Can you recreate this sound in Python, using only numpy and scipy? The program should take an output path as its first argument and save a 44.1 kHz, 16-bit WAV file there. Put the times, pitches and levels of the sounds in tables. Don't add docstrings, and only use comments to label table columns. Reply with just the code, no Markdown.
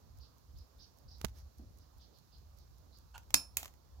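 import sys
import numpy as np
from scipy import signal
from scipy.fft import rfft, irfft
from scipy.io import wavfile
from scipy.ndimage import uniform_filter1d

SR = 44100
rng = np.random.default_rng(int(sys.argv[2]) if len(sys.argv) > 2 else 0)


def store_wav(level_fs):
    pcm = np.round(np.clip(np.atleast_2d(level_fs), -1, 1) * 32767)
    wavfile.write(sys.argv[1], SR, pcm.T.astype(np.int16))


N = 176400


# [f/Hz, level/dB]
FLOOR_COLOUR = [(59, -30), (100, 0), (147, -10), (197, -15), (266, -15), (415, -20), (461, -18), (648, -20),
                (1080, -21), (2080, -35), (3190, -34), (4290, -27), (5770, -28), (7140, -32), (8110, -41),
                (15000, -32), (16000, -38)]
# [f/Hz, side/dB]
FLOOR_SIDE = [(100, 3), (380, 8), (1300, 7), (2400, 5), (4400, 10), (8000, 7), (15000, 9)]
FLOOR_DB, FLOOR_DRIFT_DB = -66.5, 1.6
# [t/s, level/dB]
RUMBLE_LEVEL = [(0.0, -75), (0.03, -62), (0.21, -52), (0.3, -68), (0.44, -65), (0.54, -51), (0.62, -52),
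                (0.68, -73), (0.79, -56), (0.86, -69), (1.0, -67), (1.06, -55), (1.19, -55), (1.25, -44),
                (1.37, -55), (1.45, -49), (1.54, -71), (1.58, -52), (1.92, -65), (1.96, -55), (2.25, -78),
                (2.36, -57), (3.1, -62), (3.14, -53), (3.26, -62), (3.35, -50), (3.38, -60), (3.6, -56),
                (3.82, -67), (4.0, -50)]
# [f/Hz, level/dB]
RUMBLE_COLOUR = [(15, -45), (30, -22), (45, -6), (60, 0), (75, -4), (110, -17), (200, -33), (400, -55),
                 (1000, -80)]
RUMBLE_TRIM_DB, RUMBLE_SIDE_DB, RUMBLE_LIKENESS = 1.5, 2, .8
# [first drop t/s, drop level/dB, unlock lead/s, unlock level/dB]
BEATS = [(.1858, -50, .0125, -59), (.3828, -54, .008, -67)]
# [f/Hz, level/dB]
TICK_COLOUR = [(500, -25), (2500, -16), (4200, -4), (6500, 0), (8500, -11), (11500, 0), (13500, -2),
               (16000, -2)]
BALANCE_PERIOD_S, TICK_DECAY_S, UNLOCK_DECAY_S = .4, .0016, .0035
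TICK_SIDE_DB, TICK_SPREAD_DB = 11, 1.5
# [delay/s, level/dB]
NEARBY = [(.0042, -21), (.0068, -22), (.0093, -21), (.0135, -23), (.021, -26), (.029, -28)]
# [f/Hz, t60/s]
ROOM_DECAY = [(200, .4), (800, .32), (2000, .21), (6000, .2), (15000, .18)]
ROOM_DB, ROOM_SIDE_DB, ECHO_GAP_S = -11, 2, .003
# [t/s, length/s, level/dB, nominal f/Hz]
CHIRPS = [(.195, .06, -60, 4600), (.55, .07, -65, 4700), (.785, .06, -56.5, 4850), (1.08, .012, -56, 4800),
          (1.106, .016, -55, 4900), (1.13, .025, -59, 4950), (1.345, .06, -66, 5500),
          (1.79, .05, -69, 4700), (1.99, .06, -62, 4600), (2.125, .06, -67, 4400),
          (2.315, .05, -62.5, 4500), (2.56, .08, -70, 4900), (2.915, .06, -63.5, 4600)]
CHIRP_ARCH, CHIRP_WARBLE = .2, .12
CHIRP_WARBLE_HZ, CHIRP_SIDE_DB = 250, 6
YARD_T60_S, CHIRP_DIRECT_DB, CHIRP_ECHO_DB = .26, -7, -1
# [t/s, length/s, level/dB]
RUBS = [(1.17, .15, -63), (1.33, .1, -63)]
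# [f/Hz, level/dB]
RUB_COLOUR = [(150, 12), (500, 11), (1300, 4), (2500, 0), (6500, 2), (8500, -8), (11000, -2), (16000, -2)]
RUB_SIDE_DB = 9
# [t/s, level/dB, decay/s]
TAPS = [(1.2135, -33, .0016), (1.2471, -15, .0006), (1.2500, -33, .0035), (1.2660, -45, .001),
        (1.2835, -50, .003), (1.2935, -53, .002)]
# [f/Hz, level/dB]
TAP_COLOUR = [(100, 4), (500, 5), (1400, 4), (2200, 1), (3000, 2), (5000, 1), (7000, 0), (8500, -11),
              (10500, -4), (16000, -7)]
TAP_SIDE_DB = 27
# [f/Hz, level/dB, t60/s, side/dB]
THUD = [(66, -43, .14, 6), (125, -29, .055, 23), (204, -24.5, .04, 28), (408, -26, .018, 28),
        (620, -27, .014, 26)]
THUD_S = 1.2448
# [t/s, level/dB, decay/s, side/dB]
BUMP = (1.592, -52, .035, 4)
# [f/Hz, level/dB]
BUMP_COLOUR = [(60, -20), (170, -8), (240, 0), (340, -10), (500, -19), (750, -22), (1500, -40), (4000, -70)]
# [t/s, length/s, level/dB, peak slips per s]
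CREAK = (3.139, .034, -51, 3000)
# [f/Hz, relative level/dB, t60/s]
CASE = [(937, 3, .035), (1230, -8, .02), (1450, -3, .025), (2820, 2, .008), (4300, -4, .003),
        (6500, -3, .002)]
# [t/s, level/dB, side/dB]
CLACKS = [(3.1787, -39.5, 4), (3.2330, -58, 6), (3.3052, -40, 6), (3.3408, -30, 3), (3.6298, -33, 2),
          (3.6400, -44, 2), (3.6462, -40, 2), (3.6568, -35.5, 2), (3.6790, -46, 2), (3.7378, -54, 7)]
# [f/Hz, level/dB]
CLACK_COLOUR = [(150, -8), (450, -6), (750, 6), (1100, 1), (1600, -3), (2700, 1), (4500, -4), (7000, -1),
                (8800, -9), (11000, -7), (16000, -5)]
CLACK_DECAY_S = .0021
# [t/s, level/dB, decay/s, side/dB]
PRESS = (3.3424, -5, .0015, 2)
# [f/Hz, level/dB]
PRESS_COLOUR = [(100, -22), (400, -20), (700, -11), (1300, -7), (1650, -11), (2100, -4), (2700, -5),
                (3400, -6), (4300, -1), (5100, -5), (6100, .5), (7500, -3), (8600, -10), (10500, -6),
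                (11700, -13), (14500, -7), (16000, -16)]
# [t/s, level/dB, decay/s, side/dB]
RELEASE = (3.5697, -14.5, .0017, 7)
# [f/Hz, level/dB]
RELEASE_COLOUR = [(100, -20), (450, -23), (1000, -11), (1700, -17), (2500, -3), (3300, -8), (5200, -9),
                  (6800, 0), (7700, -1), (8800, -10), (10300, -4), (11600, -7), (13000, 0), (16000, -6)]
# [level/dB, decay/s, side/dB]
SHIVER = (-42.5, .032, 4)
# [f/Hz, level/dB]
SHIVER_COLOUR = [(150, -6), (450, -6), (800, 4), (1600, -6), (2600, 1), (4500, -3), (7000, -3), (8800, -9),
                 (10500, -3), (16000, -3)]
# [f/Hz, level/dB, t60/s, side/dB]
SPRING = [(5254, -42, .28, 3), (5308, -27.5, .25, 7), (10488, -39, .25, -2)]
# [f/Hz, level/dB, t60/s, side/dB]
PRESS_HUM = [(120, -46, .12, 4), (188, -43, .17, 5), (280, -42, .17, 3), (2066, -35, .025, -6),
             (2427, -36, .025, 4)]
SNAP_ATTACK_S, PORT_LAG_S, PORT_LIKENESS = .0003, .00017, .6
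LOW_CUT_HZ, EDGE_HZ = 35, 16300


def amp(db):
    return 10 ** (np.asarray(db) / 20)


def unit(x):
    return x / np.sqrt(np.mean(x ** 2) + 1e-30)


def read(points, hz):
    f, value = np.transpose(points)
    return np.interp(np.log(hz + 1), np.log(f + 1), value)


def add(mix, s, sound):
    part = mix[..., round(s * SR):][..., :sound.shape[-1]]
    part += sound[..., :part.shape[-1]]


def sides(db):
    return amp([[-db], [0]])


def pair(likeness, size):
    a, b = rng.standard_normal((2, size))
    c = np.clip(likeness, -1, 1)
    return np.array([a, c * a + np.sqrt(1 - c * c) * b])


def tint(x, colour, size=4096):
    gain = unit(amp(read(colour, abs(np.fft.fftfreq(size, 1 / SR)))))
    spectrum = np.exp(np.conj(signal.hilbert(np.log(gain + 1e-7))))
    taps = np.fft.ifft(spectrum).real[:size // 2]
    return signal.oaconvolve(x, taps[None], axes=1)[:, :x.shape[1]]


def snap(db, decay_s, side_db, colour, size=12000):
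    t = np.arange(size) / SR
    attack = 1 - np.exp(-t / min(SNAP_ATTACK_S, decay_s / 4))
    shape = attack * np.exp(-t / decay_s)
    z = rfft(pair(PORT_LIKENESS, size) * shape)
    smooth = np.sqrt(uniform_filter1d(abs(z) ** 2, size=150) + 1e-12)
    burst = irfft(z / smooth, size) * np.exp(-(t / decay_s / 5) ** 2)
    burst *= np.linalg.norm(shape) / np.linalg.norm(burst, axis=1, keepdims=True)
    burst[1] = np.roll(burst[1], round(PORT_LAG_S * SR))
    return amp(db) * sides(side_db) * tint(burst, colour)


def ring(modes):
    t = np.arange(SR) / SR
    out = np.zeros((2, SR))
    for hz, db, t60, side_db in modes:
        decay = np.exp(-np.log(1000) * t / t60)
        out += sides(side_db) * amp(db) * decay * np.sin(2 * np.pi * hz * t)
    return out


def echo(x, decay, size=256):
    hz, t, z = signal.stft(rng.standard_normal((2, SR)), SR, nperseg=size)
    fade = np.exp(-np.log(1000) * t / read(decay, hz)[:, None])
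    tail = signal.istft(z * fade, SR, nperseg=size)[1]
    tail *= np.arange(tail.shape[1]) / SR > ECHO_GAP_S
    tail /= np.linalg.norm(tail, axis=1, keepdims=True)
    return signal.fftconvolve(x[None], tail, axes=1)[:, :N]


def room_tone(size=1024):
    hz, t, z = signal.stft(pair(.05, N), SR, nperseg=size)
    drift = rng.standard_normal(z.shape[1:])
    for axis in (0, 1):
        drift = uniform_filter1d(drift, size=9, axis=axis)
    drift_db = FLOOR_DRIFT_DB * unit(drift) / (1 + (hz[:, None] / 2500) ** 2)
    z *= amp(read(FLOOR_COLOUR, hz)[:, None] + drift_db)
    z[0] *= amp(-read(FLOOR_SIDE, hz))[:, None]
    return amp(FLOOR_DB) * unit(signal.istft(z, SR, nperseg=size)[1][:, :N])


def handling_rumble():
    s, db = np.transpose(RUMBLE_LEVEL)
    out = unit(tint(pair(RUMBLE_LIKENESS, N), RUMBLE_COLOUR, size=16384))
    out /= np.sqrt(uniform_filter1d((out ** 2).mean(0), size=3000) + .05)
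    level_db = RUMBLE_TRIM_DB + np.interp(np.arange(N) / SR, s, db)
    return out * sides(RUMBLE_SIDE_DB) * amp(level_db)


def escapement():
    out = np.zeros((2, N))
    for first, drop_db, lead, unlock_db in BEATS:
        for s in np.arange(first, PRESS[0], BALANCE_PERIOD_S):
            vary = TICK_SPREAD_DB * rng.standard_normal()
            add(out, s - lead, snap(unlock_db + vary, UNLOCK_DECAY_S, TICK_SIDE_DB, TICK_COLOUR))
            add(out, s, snap(drop_db + vary, TICK_DECAY_S, TICK_SIDE_DB, TICK_COLOUR))
    return out


def reflections(watch):
    mono = watch.sum(0) / np.sqrt(2)
    out = amp(ROOM_DB) * sides(ROOM_SIDE_DB) * echo(mono, ROOM_DECAY)
    for delay, db in NEARBY:
        add(out, delay, amp(db) * watch)
    return out


def birds():
    out = np.zeros(N)
    low_pass = signal.butter(2, CHIRP_WARBLE_HZ, fs=SR, output="sos")
    rasp = unit(signal.sosfilt(low_pass, rng.standard_normal(N)))
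    for s, length, db, hz in CHIRPS:
        arch = np.sin(np.pi * np.arange(0, length, 1 / SR) / length)
        wobble = CHIRP_WARBLE * rasp[round(s * SR):][:len(arch)]
        pitch = hz * (1 + CHIRP_ARCH * (arch - np.pi / 4) + wobble)
        tone = np.sin(2 * np.pi * np.cumsum(pitch) / SR)
        add(out, s, amp(db) * np.sqrt(2 * abs(arch)) * tone)
    direct = amp(CHIRP_DIRECT_DB) * out
    far = amp(CHIRP_ECHO_DB) * echo(out, [(4500, YARD_T60_S)])
    return sides(CHIRP_SIDE_DB) * (direct + far)


def rubbing(grain_db=5):
    out = np.zeros((2, N))
    for s, length, db in RUBS:
        swell = np.sin(np.pi * np.arange(0, length, 1 / SR) / length)
        grains = pair(.3, len(swell)) * amp(grain_db * rng.standard_normal(len(swell)))
        add(out, s, amp(db) * swell * unit(grains))
    return sides(RUB_SIDE_DB) * tint(out, RUB_COLOUR)


def camera_taps():
    out = np.zeros((2, N))
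    for s, db, decay_s in TAPS:
        add(out, s, snap(db, decay_s, TAP_SIDE_DB, TAP_COLOUR))
    add(out, THUD_S, ring(THUD))
    return out


def soft_bump():
    out = np.zeros((2, N))
    add(out, BUMP[0], snap(*BUMP[1:], BUMP_COLOUR))
    return out


def grip(side_db=6, spread_db=3):
    start, length, db, rate = CREAK
    swell = np.sin(np.pi * np.clip((np.arange(N) / SR - start) / length, 0, 1))
    slips = swell * (rng.random(N) < rate / SR) * amp(spread_db * rng.standard_normal(N))
    case = ring([(*mode, side_db) for mode in CASE])
    sound = signal.fftconvolve(slips[None], case, axes=1)[:, :N]
    sound = signal.sosfilt(signal.butter(4, 850, "high", fs=SR, output="sos"), sound)
    return amp(db) * sound * np.sqrt(length * SR) / np.linalg.norm(sound[1])


def clacks():
    out = np.zeros((2, N))
    for s, db, side_db in CLACKS:
        add(out, s, snap(db, CLACK_DECAY_S, side_db, CLACK_COLOUR))
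    return out


def button():
    out = np.zeros((2, N))
    add(out, PRESS[0], snap(*PRESS[1:], PRESS_COLOUR))
    add(out, RELEASE[0], snap(*RELEASE[1:], RELEASE_COLOUR))
    add(out, RELEASE[0], snap(*SHIVER, SHIVER_COLOUR))
    return out


def spring_and_hum():
    out = np.zeros((2, N))
    add(out, PRESS[0], ring(SPRING) + ring(PRESS_HUM))
    return out


def scene():
    background = room_tone() + birds() + soft_bump()
    camera = handling_rumble() + rubbing() + camera_taps()
    watch = escapement() + grip() + clacks() + button()
    return background + camera + watch + reflections(watch) + spring_and_hum()


def record(dry):
    dry = signal.sosfilt(signal.butter(3, LOW_CUT_HZ, "high", fs=SR, output="sos"), dry)
    band_limit = signal.firwin(255, EDGE_HZ, window=("kaiser", 8), fs=SR)
    return signal.oaconvolve(dry, band_limit[None], "same")


dry = scene()
out = record(dry)
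store_wav(out)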